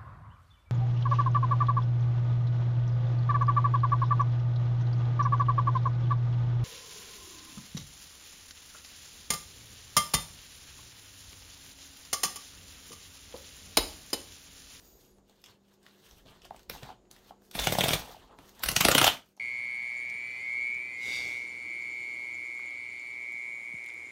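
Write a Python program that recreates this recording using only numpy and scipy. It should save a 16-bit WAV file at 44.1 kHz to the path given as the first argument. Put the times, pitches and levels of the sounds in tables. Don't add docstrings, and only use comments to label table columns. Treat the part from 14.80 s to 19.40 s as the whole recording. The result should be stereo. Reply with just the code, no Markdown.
import sys
import numpy as np
from scipy import signal
from scipy.fft import rfft, irfft, next_fast_len
from scipy.io import wavfile
from scipy.ndimage import uniform_filter1d

SR = 44100
rng = np.random.default_rng(int(sys.argv[2]) if len(sys.argv) > 2 else 0)


def generate_wav(sig):
    pcm = np.round(np.clip(np.atleast_2d(sig).T, -1, 1) * 32767).astype(np.int16)
    wavfile.write(sys.argv[1], SR, pcm)


def boost_factor(decibels):
    exponent = np.asarray(decibels, float) / 20
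    return 10 ** exponent


N = 202727
T = np.arange(N) / SR
FIRST_PULL = (T > 2.72) & (T < 3.2)
SECOND_PULL = T > 3.82
PULLING = FIRST_PULL | SECOND_PULL
LEAD_S = 0.012

# t/s, strength/dB, hollow's extra answer/dB, paper skin's extra/dB, cluster length/s
PULL_1 = [(2.749, -32, 0.5, -4.5, 0.014), (2.79, -25.5, -7, -14, 0.0064), (2.796, -31, 0, 1.5, 0.004),
          (2.835, -30, -2, -2, 0.017), (2.87, -18.5, -2, -6, 0.0049), (2.921, -30, 8, 3, 0.0085),
          (2.949, -32, 8, -6, 0.0069), (2.985, -27.5, -7, 2, 0.0058), (3.007, -20, -18, -7, 0.0061),
          (3.036, -22.5, 0, -5.5, 0.011), (3.057, -31, -9, -23, 0.0038), (3.082, -23, 4, -1.5, 0.007),
          (3.091, -17, -32, -12.5, 0.0023), (3.107, -20, -10, -16, 0.0024), (3.132, -19, -8, -7.5, 0.0091)]
PULL_2 = [(3.834, -28.5, -11, 5.5, 0.0066), (3.858, -31, -22, 1.5, .0064), (3.886, -22.5, -33, 2, 0.0056),
          (3.915, -34, 1, 9, 0.0031), (3.963, -17.5, -17, 1.5, 0.0048), (4.006, -18, -18, 1.5, 0.006),
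          (4.048, -14, -2, -2.5, 0.007), (4.084, -12.5, 0.5, -4, 0.0052), (4.113, -16, 2, -4, 0.007),
          (4.149, -10.5, -8, -6.5, 0.0041), (4.179, -14.5, -12, -2.5, 0.0075),
          (4.187, -20.5, -9, -6, 0.0034), (4.214, -11, 1.5, -8, 0.0041), (4.228, -22, -1.5, -2, .005),
          (4.242, -16, 1, 0, 0.0054), (4.264, -15, -13, -8, 0.011), (4.277, -12.5, -1, -10, 0.0028)]
# t/s, strength/dB, hollow's extra/dB, skin's extra/dB, tab pitch f/Hz
PICKS = [(.384, -68, 20.5, 1, 1640), (.496, -57.5, 13.5, -5, 4170), (0.617, -64, -12, 5.5, 3550),
         (.641, -42, -31, -8, 3400), (0.661, -47, -25, -5, 3400), (1.03, -59.5, -22, -6, 5000),
         (1.065, -46.5, -30, -12, 1900), (1.311, -49, 3.5, -17, 3600), (1.46, -60, 15, -14, 3420),
         (1.619, -49.5, -25, -19, 3200), (1.651, -46, 4, -2, 3100), (1.707, -52, 18, -10, 1800),
         (1.745, -68.5, 34.5, -3, 1730), (1.763, -52, 3, 0, 2900), (1.794, -56, -20, 2, 3010),
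         (1.832, -59, -20, 1, 4500), (1.898, -31, -5.5, 1, 2420), (1.98, -51, -18, -6, 3000),
         (2.032, -39, -7, -9, 2020), (2.06, -50, -1, -14, 1890), (2.103, -62, 16, -11, 3380),
         (2.254, -66, 2, -20, 1700), (2.313, -47.5, -2, 2.5, 4400), (2.364, -51, 5, -3, 1740),
         (2.508, -69, 35, -4, 1680), (2.62, -61.5, 11, -3, 1600)]
TUGS = [
    (2.713, -44.5, -4, 2.5, 4130),
    (3.588, -45.5, -3, -9.5, 1460),
    (3.693, -58, -23, 9, 1410),
    (3.794, -57, -1, 12, 1530),
    (4.567, -59.5, 3.5, -13, 6500),
    (4.575, -65, 22, -6, 1290),
    (3.75, -66, -5, 6, 3000),
]
# f/Hz, width/Hz, level/dB
DESK_MODES = [(121.2, 32.5, -1), (150, 35, -1.5), (258.4, 27, -3.5), (393, 230, -3)]

# t/s, strength/dB, extra of each part/dB, cluster length/s
PICK_BREAKS = [(s, db, dict(panel=0, hollow=depth, fizz=fray), 0.0018) for s, db, depth, fray, _ in PICKS + TUGS]
PULL_1_BREAKS, PULL_2_BREAKS = (
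    [(s, db, dict(panel=0, hollow=depth, fizz=fray), run) for s, db, depth, fray, run in pull]
    for pull in (PULL_1, PULL_2))


def evened(x):
    return x / np.sqrt(np.mean(x ** 2) + 1e-20)


def read(points, hz):
    f, value = np.transpose(points)
    return np.interp(np.log(hz + 1), np.log(f + 1), value)


def shaped(x, points, factor=1.):
    size = next_fast_len(N)
    gain = boost_factor(factor * read(points, np.fft.rfftfreq(size, 1 / SR)))
    return irfft(rfft(x, size) * gain, size)[:, :N]


def pair(x, like):
    like = np.clip(like, 0, 1)
    return np.array([x[0], like * x[0] + np.sqrt(1 - like ** 2) * x[1]])


def resonate(x, hz, width):
    turn = np.exp(2j * np.pi * np.cumsum(hz * np.ones(x.shape[1])) / SR)
    r = np.exp(-np.pi * width / SR)
    low = signal.lfilter([1 - r], [1, -r], x / turn)
    low = signal.lfilter([1 - r], [1, -r], low)
    return evened((turn * low).real)


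def air():
    # f/Hz, level/dB
    hiss_curve = [(24, -40), (40, -14), (392, 0), (770, -10), (1850, -25), (7000, -29), (16000, -45)]
    # f/Hz, width/Hz, level/dB
    hum_lines = [(198.1, 6.7, -70.5), (368, 5.5, -74.5), (6860, 600, -85.5), (12900, 150, -100)]
    # t/s, level/dB
    gate_curve = [
        (0, 4),
        (.6, -3),
        (.85, -4.5),
        (1.05, -1),
        (2.4, 0.5),
        (4.35, 0.5),
        (4.5, -8),
    ]
    hiss = evened(shaped(pair(rng.standard_normal((2, N)), 0.42), hiss_curve)) * boost_factor(-66.5)
    drone = np.zeros((2, N))
    for hz, width_hz, db in hum_lines:
        tone = 0.04 * np.cos(2 * np.pi * hz * T)
        drone += boost_factor(db) * resonate(pair(rng.standard_normal((2, N)), 0.94) + tone, hz, width_hz)
    return (hiss + drone) * boost_factor(np.interp(T, *np.transpose(gate_curve)))


def arms_db():
    # t/s, level/dB
    shaking = [(0.0, -66), (1.24, -87.5), (1.33, -64), (1.88, -67.5), (1.9, -55.5), (2.22, -72),
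               (2.71, -77.5), (2.8, -42), (2.95, -54), (3.16, -43), (3.26, -64), (3.82, -71), (3.86, -42.5),
               (4.0, -59.5), (4.05, -47.5), (4.23, -56), (4.26, -45), (4.59, -99)]
    return np.interp(T, *np.transpose(shaking))


def rumble():
    noise = pair(rng.standard_normal((2, N)), 0.96)
    return resonate(noise, hz=49.0, width=29) * boost_factor(1.5 + arms_db())


def slide():
    # f follows t; t/s, f/Hz, level/dB
    glide = [
        (0, 14200, -66.5),
        (.07, 14500, -58.5),
        (.16, 13600, -59.5),
        (.19, 12900, -65),
        (.24, 13900, -66),
        (.3, 11900, -65.5),
        (.38, 9600, -77),
        (.41, 9000, -90),
    ]
    # f/Hz, width/Hz, level over the whistle/dB
    skin_bands = [(3900, 360, -22), (4800, 430, -16), (6720, 620, -9)]
    s, hz, db = np.transpose(glide)
    t = T[:SR // 2]
    noise = pair(rng.standard_normal((2, len(t))), 0.5)
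    waver = 1 + 0.012 * evened(uniform_filter1d(rng.standard_normal(len(t)), 900))
    whistle = resonate(noise, np.interp(t, s, hz) * waver, width=1100)
    whistle *= boost_factor(2.0 * evened(uniform_filter1d(noise[0], 500)) - 6.5)
    whistle += sum(boost_factor(over_db) * resonate(noise, f, w) for f, w, over_db in skin_bands)
    return np.pad(whistle * boost_factor(np.interp(t, s, db, right=-200)), ((0, 0), (0, N - len(t))))


def room_tail(like):
    # f/Hz, T60/s
    decay_times = [(100, 0.27), (700, 0.25), (2500, 0.22), (8000, 0.21), (15000, 0.14)]
    taps = np.zeros((2, SR // 2))
    at = np.arange(160, SR // 2 - 20, 20) + rng.integers(0, 20, (2, (SR // 2 - 161) // 20))
    np.put_along_axis(taps, at, rng.choice([-1., 1.], at.shape), 1)
    hz, t, z = signal.stft(pair(taps, like), SR, nperseg=256)
    fade = boost_factor(-60 * t / read(decay_times, hz)[:, None])
    tail = signal.istft(z * fade, SR, nperseg=256)[1]
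    return tail / np.linalg.norm(tail[0])


def heard(sound, part):
    likeness = dict(hollow=.97, panel=.72, fizz=.1, desk=.995)
    room_level = dict(hollow=-12, panel=-6.5, fizz=-6, desk=-10)
    like = likeness[part]
    direct = pair(sound, like)
    turn = 2 * np.pi * 3.7 * T
    wet = np.zeros((2, N))
    for share in (np.cos(turn), np.sin(turn)):
        wet += signal.oaconvolve(direct[:1] * share, room_tail(like ** 3), axes=1)[:, :N]
    return direct + boost_factor(room_level[part]) * wet


def body(modes, shift=1.):
    t = np.arange(2048) / SR
    hz, w, db = np.transpose(modes)[:, :, None]
    swell = boost_factor(db) * w ** 1.5 * t * np.exp(-np.pi * 1.5 * w * t)
    ring = (swell * np.cos(2 * np.pi * hz * shift * t)).sum(0)
    return ring / np.linalg.norm(ring)


def rings(rows, width_hz, over_db):
    out = np.zeros((2, N + 4000))
    u = T[:4000] * np.pi * width_hz
    for (s, db, hz), phase in zip(rows, rng.uniform(0, 2 * np.pi, (len(rows), 2, 1))):
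        at = round((s - 1 / (np.pi * width_hz)) * SR)
        wave = np.cos(2 * np.pi * hz * T[:4000] + phase)
        out[:, at:at + 4000] += boost_factor(db + over_db) * u * np.exp(1 - u) * wave
    return out[:, :N]


def fibres(count, per_s, spread_db):
    size = boost_factor(spread_db * np.minimum(rng.exponential(1, count), 4))
    size = size * (rng.random(count) < per_s / SR)
    return evened(size) * (2. * rng.integers(0, 2, (2, count)) - 1)


def cluster(run, late):
    run = max(run, 0.0004)
    u = T[:2800] - LEAD_S - late
    creak = 0.19 * np.exp(np.minimum(u, 0) / (0.84 * run))
    u = np.maximum(u, 0)
    rise = np.clip(u / (0.27 * run), 0, 1) ** 1.45
    loose_ends = 0.16 * np.exp(-u / 0.022)
    return np.maximum(rise, creak) * (np.exp(-(u / run) ** 2) + loose_ends)


def breaks(rows, part, modes, wander, late=0., stretch=0.87, spread_db=4.0):
    out = np.zeros((2, N + 7000))
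    for s, db, extra_db, run in rows:
        level = cluster(run * stretch, late)
        shift = 1 + wander * rng.uniform(-0.6, 1, (len(modes), 1))
        clicks = level * fibres(len(level), per_s=8000, spread_db=spread_db)
        ring = signal.fftconvolve(clicks, body(modes, shift)[None], axes=1)
        ring *= np.linalg.norm(level) / np.linalg.norm(ring, axis=1, keepdims=True)
        at = round((s - LEAD_S - 0.0006) * SR)
        out[:, at:at + ring.shape[1]] += boost_factor(db + extra_db[part]) * ring
    return out[:, :N]


def crackle(level, modes, wander, count=3):
    a, b = np.flatnonzero(level)[[0, -1]]
    out = np.zeros((2, N + 2048))
    drift = 2 * np.pi * np.cumsum(rng.uniform(0, 16, b - a)) / SR
    for k in range(count):
        share = np.cos((drift + 2 * np.pi * k / count) / 2) ** 2
        shift = 1 + wander * rng.uniform(-0.92, 1, (len(modes), 1))
        drive = level[a:b] * share * fibres(b - a, per_s=9000, spread_db=2.5)
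        out[:, a:b + 2047] += signal.oaconvolve(drive, body(modes, shift)[None], axes=1)
    return out[:, :N] / np.sqrt(3 * count / 8)


def rubbing(part, patchy_db):
    # t of most pressure/s, rise/s, fall/s,
    # level/dB, brightness/dB
    strokes = [(.03, 0.14, 0.26, -70.5, 17), (.2, 0.036, 0.19, -67.5, 12.5), (.496, 0.06, 0.36, -69.5, 1.5),
               (0.695, 0.047, 0.077, -57.5, -2.5), (.93, 0.18, 0.079, -68, 2.5),
               (1.062, 0.079, 0.44, -63.5, 2), (1.26, 0.093, 0.15, -59, 5.5),
               (1.476, 0.032, 0.19, -56.5, -5), (1.654, 0.047, 0.029, -55, 0.5),
               (1.774, 0.095, 0.12, -61.5, 0.5), (1.943, 0.047, 0.1, -48, 0.5),
               (2.03, 0.033, 0.1, -52, -0.5), (2.1, 0.085, 0.059, -52.5, -13),
               (2.315, 0.017, 0.25, -60.5, 2.5), (2.494, 0.087, 0.024, -57, 1), (2.657, .06, 0.08, -72, 17),
               (.6, 0.09, .05, -73, 6), (1.385, 0.093, 0.072, -62, 5), (1.56, 0.089, 0.096, -66.5, -4),
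               (3.18, 0.12, 0.093, -42.5, 4.5), (3.3, 0.2, 0.12, -52.5, 4), (3.1, 0.29, 0.3, -51, -18),
               (3.66, .05, .05, -64, -3), (3.52, 0.039, 0.053, -64, -23), (3.59, 0.027, 0.21, -62.5, -13),
               (3.69, 0.15, 0.093, -61.5, 8.5), (3.76, .03, 0.056, -69.5, 12.5),
               (3.81, 0.074, .05, -52.5, -6.5), (4.325, 0.04, 0.075, -44, 5), (4.575, 0.023, .06, -76.5, 3),
               (4.47, .1, 0.12, -74, 9.5), (3.42, 0.12, 0.11, -59.5, -8)]
    # t/s, tension level/dB, brightness/dB
    tension_1 = [
        (2.731, -59, 10),
        (2.8, -36.5, 1.5),
        (2.88, -43, 3),
        (2.93, -44.5, 13.5),
        (2.99, -43, 6),
        (3.04, -34.5, -1),
        (3.16, -40, 13.5),
    ]
    tension_2 = [
        (3.83, -60, 2),
        (3.9, -48.5, -5),
        (4.01, -50, 3),
        (4.06, -36, -8.5),
        (4.13, -43, -4),
        (4.18, -36.5, -7.5),
        (4.23, -36.5, -1.5),
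        (4.3, -48, 6.5),
    ]
    # level over contact/dB, share of brightness (ratio)
    answers = dict(panel=(0.091, 0.), hollow=(-2.2, -0.84), fizz=(0.1, 0.84), desk=(-5, -0.2))
    clumps = evened(uniform_filter1d(rng.standard_normal(N), 500))
    over_db, share = answers[part]
    t = T[::64]
    s, rise, fall, db, bright_db = np.transpose(strokes)[:, :, None]
    away = np.maximum((s - t) / rise, (t - s) / fall)
    stroke_db = db + share * bright_db - 22.5 * away ** 1.37
    power = boost_factor(-94.5) ** 2 + (boost_factor(stroke_db) ** 2).sum(0)
    for s, db, bright_db in (np.transpose(tension_1), np.transpose(tension_2)):
        power += boost_factor(np.interp(t, s, db + share * bright_db, left=-200, right=-200)) ** 2
    return np.interp(T, t, np.sqrt(power)) * boost_factor(over_db + patchy_db * clumps - 4.5)


def thuds():
    # t/s, peak level/dB
    nudges = [
        (1.455, -52),
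        (1.708, -51),
        (1.901, -47),
        (2.025, -40),
        (3.585, -49),
        (.36, -63),
        (2.506, -62),
        (3.251, -58),
    ]
    # t/s, peak level/dB, f/Hz
    jolts = [(2.7558, -32, 150), (2.8012, -41, 150), (2.875, -23, 140), (2.9, -27.5, 131),
             (2.9269, -23.5, 129), (2.953, -30, 170), (2.989, -22, 132), (3.0111, -22.5, 139),
             (3.0418, -24, 128), (3.0627, -34, 120), (3.084, -29.5, 120), (3.1098, -25, 150),
             (3.1367, -28, 120), (3.1574, -29.5, 160), (3.8979, -33.5, 120.6), (3.9249, -32.5, 140.3),
             (3.9706, -25.5, 150), (4.0118, -25.5, 161), (4.0539, -21, 285), (4.0892, -26.5, 125),
             (4.119, -23, 124.5), (4.154, -21, 270), (4.1835, -30.5, 159.4), (4.2214, -25, 139.8),
             (4.248, -33.5, 178), (4.0581, -26.5, 119.5), (4.2696, -30.5, 288)]
    slap = rings([(s - .002, db, 490 - hz) for s, db, hz in jolts], width_hz=308, over_db=-5.0)
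    out = np.zeros(N)
    for s, db in nudges:
        ring = body(DESK_MODES, 1 + 0.092 * rng.uniform(-1.65, 1, (len(DESK_MODES), 1)))
        out[round(s * SR):][:len(ring)] += boost_factor(db) * ring / abs(ring).max()
    return np.array([out, out]) + rings(jolts, width_hz=136, over_db=0.0) + slap


def desk():
    # f/Hz, width/Hz, level/dB
    lid_modes = [(136, 27, 1.5), (170, 42, -3), (270, 92, 2.5), (415, 58, -3)]
    creak = boost_factor(-70 + 0.39 * (arms_db() + 63))
    rub = np.hypot(rubbing("desk", patchy_db=0.5), creak)
    freed = (T > 4.03) & (T < 4.27)
    wood = crackle(rub * ~freed, DESK_MODES, wander=0.069, count=2)
    lid = crackle(rub * freed, lid_modes, wander=0.11) * boost_factor(6.0)
    return thuds() + wood + lid


def fizz():
    # f/Hz, width/Hz, level/dB
    skin_modes = [(6434, 1900, 1.5), (8800, 2200, -1.5), (11520, 6000, 5), (13670, 8300, 1.5)]
    rows = PICK_BREAKS + PULL_1_BREAKS + PULL_2_BREAKS
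    frays = breaks(rows, "fizz", skin_modes, wander=.22, stretch=1.3, spread_db=.4)
    rub = crackle(rubbing("fizz", patchy_db=2.0), skin_modes, wander=0.11, count=2)
    return frays + rub * np.where(PULLING, 1, boost_factor(-2.5))


def hollow():
    # f/Hz, width/Hz, level/dB
    open_modes = [(520, 140, -2), (639, 157, 1), (700, 100, -6.5)]
    knock_modes = [(480, 150, -4.5), (690, 230, -1), (820, 240, 3), (980, 300, -2)]
    # t/s, peak level/dB, f/Hz
    pops = [(2.7546, -29, 720), (2.7817, -30, 650), (2.7949, -26, 702), (2.8728, -16.5, 750),
            (2.9244, -21.5, 600), (2.9366, -28, 780), (2.9535, -21.5, 790), (2.9863, -15, 700),
            (2.998, -28, 780), (3.0102, -22.5, 550), (3.0393, -23, 790), (3.0602, -24, 653),
            (3.0874, -28, 680), (3.1075, -29, 700), (3.1354, -23.5, 570), (3.1556, -31, 880),
            (3.968, -25, 824), (4.0109, -25.5, 820), (4.0535, -15.5, 686), (4.0635, -25, 720),
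              (4.088, -15.5, 520), (4.1105, -25, 590), (4.1186, -18.5, 630), (4.1309, -31, 610),
              (4.1547, -14.5, 492), (4.1859, -18.5, 893), (4.2027, -33, 663), (4.217, -21.5, 905),
              (4.2216, -24.5, 810), (4.2326, -24.5, 710), (4.2458, -14.5, 750), (4.2585, -29, 675),
              (4.2702, -16, 670), (4.2796, -13, 820), (4.3006, -37, 926)]
    finger_taps = [(1.4633, -51, 650), (1.6543, -48.5, 740), (1.71, -32.5, 787), (1.7203, -45.5, 720),
                   (1.7466, -43, 753), (1.9019, -36.5, 480), (1.951, -42.5, 820), (1.9624, -45, 796),
                   (2.0297, -43, 600), (2.0534, -43, 696), (2.0692, -48, 820), (2.0917, -40, 814),
                   (2.1042, -37.5, 790), (2.1143, -46, 784), (2.1281, -56, 716), (2.5095, -37.5, 770),
                   (2.5212, -52, 720), (3.1978, -36, 836), (3.2217, -36, 784), (3.2567, -41, 860),
                   (3.2798, -37, 760), (3.2949, -36.5, 487), (3.3078, -36, 750), (3.3246, -41, 690),
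                   (3.3475, -34.5, 845), (3.3674, -36, 720), (3.5261, -49, 770), (3.8021, -46, 780)]
    out = breaks(PULL_1_BREAKS + PULL_2_BREAKS, "hollow", open_modes, wander=0.092,
                 late=0.0014, stretch=0.56) * boost_factor(-9.0)
    out += rings(pops, width_hz=352, over_db=0.5)
    out += breaks(PICK_BREAKS, "hollow", knock_modes, wander=0.011,
                  late=0.00103, stretch=0.35, spread_db=1.5) * boost_factor(-8.0)
    out += rings(finger_taps[:17], width_hz=235, over_db=0.9)
    out += rings(finger_taps[17:], width_hz=170, over_db=-8.0)
    rub = rubbing("hollow", patchy_db=2.0)
    out += crackle(rub * PULLING, open_modes, wander=0.11)
    out += crackle(rub * ~PULLING, knock_modes, wander=0.099, count=2) * boost_factor(-3.0)
    return out


def panel():
    # f/Hz, width/Hz, level/dB
    modes_1 = [(1690, 910, -4), (2510, 960, 5.5), (3240, 590, 2), (4520, 1100, -20)]
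    modes_2 = [(1330, 250, -0.5), (2050, 260, -3.5), (2810, 710, 3.5), (3540, 700, -1), (4400, 440, -21.5)]
    flap_modes = [(1500, 550, -3), (2200, 580, -2), (3400, 1110, 4), (5600, 2600, -5)]
    seam_modes = [(3500, 310, 0), (4400, 900, -10)]
    # t/s, peak level/dB, f/Hz
    snaps = [(2.7909, -18, 3660), (2.7975, -30, 2250), (2.8723, -14, 2800), (2.8815, -23.5, 2930),
             (2.8907, -26, 3420), (2.9237, -24, 2300), (2.9525, -24, 1910), (2.9915, -18, 3450),
             (2.9983, -27.5, 3500), (3.0088, -12, 3340), (3.0168, -19, 2340), (3.0277, -25, 3160),
             (3.038, -15.5, 3140), (3.0421, -28, 3770), (3.0854, -21, 3300), (3.0906, -22, 3220),
             (3.1066, -26, 3280), (3.1094, -23, 3000), (3.1339, -18.5, 3530), (3.138, -23, 3400),
             (3.1443, -21, 3450),
             (3.8895, -21, 2780), (3.9644, -14.5, 2800), (4.0053, -17, 2400), (4.0079, -10.5, 2750),
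               (4.0153, -16, 2600), (4.019, -18, 2560), (4.05, -14, 3030), (4.063, -19, 3700),
               (4.085, -14, 2180), (4.097, -21, 2710), (4.1148, -11.5, 2770), (4.1261, -16.5, 1280),
               (4.151, -11, 2810), (4.1838, -8.5, 2720), (4.1894, -15, 2510), (4.193, -14, 2570),
               (4.1985, -18.5, 3160), (4.202, -21, 2390), (4.2083, -21.5, 2870), (4.2151, -8, 2850),
               (4.2258, -25.5, 2130), (4.2286, -22, 2730), (4.2413, -12.5, 2960), (4.244, -12, 3110),
               (4.2576, -19.5, 3340), (4.263, -22.5, 2410), (4.2666, -12.5, 3060), (4.269, -15, 3580),
               (4.2764, -21, 3500), (4.2789, -11, 3050), (4.2851, -15.5, 2640)]
    flap_ticks = [(1.487, -45, 3300), (1.6468, -44, 3020), (1.9097, -42, 3750), (1.9161, -41, 2600),
                  (1.9413, -47, 1580), (3.214, -39, 2990), (3.2356, -51, 2720), (3.2676, -46, 3550),
                  (3.2962, -46, 3430), (3.3145, -45, 1330), (3.3284, -49, 2870), (1.1107, -50, 3990),
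                  (1.4704, -49, 3430), (1.0705, -57, 2900), (3.8365, -20, 1470), (3.8405, -21, 1450),
                  (3.8605, -26, 1500), (3.8875, -21, 1450), (4.3434, -41, 1360), (4.355, -40, 3110),
                  (4.3718, -38, 2140), (4.577, -55, 5600), (4.581, -60, 4300)]
    taut = (T > 2.77) & (T < 2.915)
    rub = rubbing("panel", patchy_db=1.5)
    out = crackle(rub * ~PULLING, flap_modes, wander=0.32)
    for row, (*_, hz) in zip(PICK_BREAKS, PICKS + TUGS):
        out += breaks([row], "panel", [(hz, 900, 0), (hz * 1.5, 1800, -1)], wander=0)
    out += rings(snaps, width_hz=895, over_db=-1.0)
    out += rings(flap_ticks, width_hz=660, over_db=-2.5)
    out += breaks(PULL_1_BREAKS, "panel", modes_1, wander=0.091) * boost_factor(-3.5)
    out += crackle(rub * FIRST_PULL, modes_1, wander=0.24)
    out += crackle(rub * taut, seam_modes, wander=0.035, count=2) * boost_factor(-2.5)
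    out += breaks(PULL_2_BREAKS, "panel", modes_2, wander=0.11) * boost_factor(-3.0)
    out += crackle(rub * SECOND_PULL, modes_2, wander=0.2)
    return out


def box():
    mix = heard(desk(), "desk") + heard(fizz(), "fizz") + heard(hollow(), "hollow") + heard(panel(), "panel")
    return signal.sosfilt(signal.butter(2, 75, "high", fs=SR, output="sos"), mix)


def scene():
    return air() + rumble() + slide() + box()


def low_pass(x):
    return signal.sosfilt(signal.butter(12, 16950, fs=SR, output="sos"), x)


def record(dry):
    # f/Hz, left over right level/dB
    left_lean = [(60, 2.5), (110, 2.5), (200, 2), (380, 3.5), (700, 5), (1290, 7), (2380, 2.5), (4400, 8),
                 (8120, 4), (15000, 4)]
    ports = shaped(dry, left_lean, np.array([[.5], [-.5]]))
    limited = 1.3 * np.tanh(ports / 1.3)
    edge = signal.firwin(511, 15800, window=("kaiser", 7), fs=SR)
    mix = signal.oaconvolve(limited, edge[None], "same")
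    return low_pass(mix)


dry = scene()
out = record(dry)
generate_wav(out)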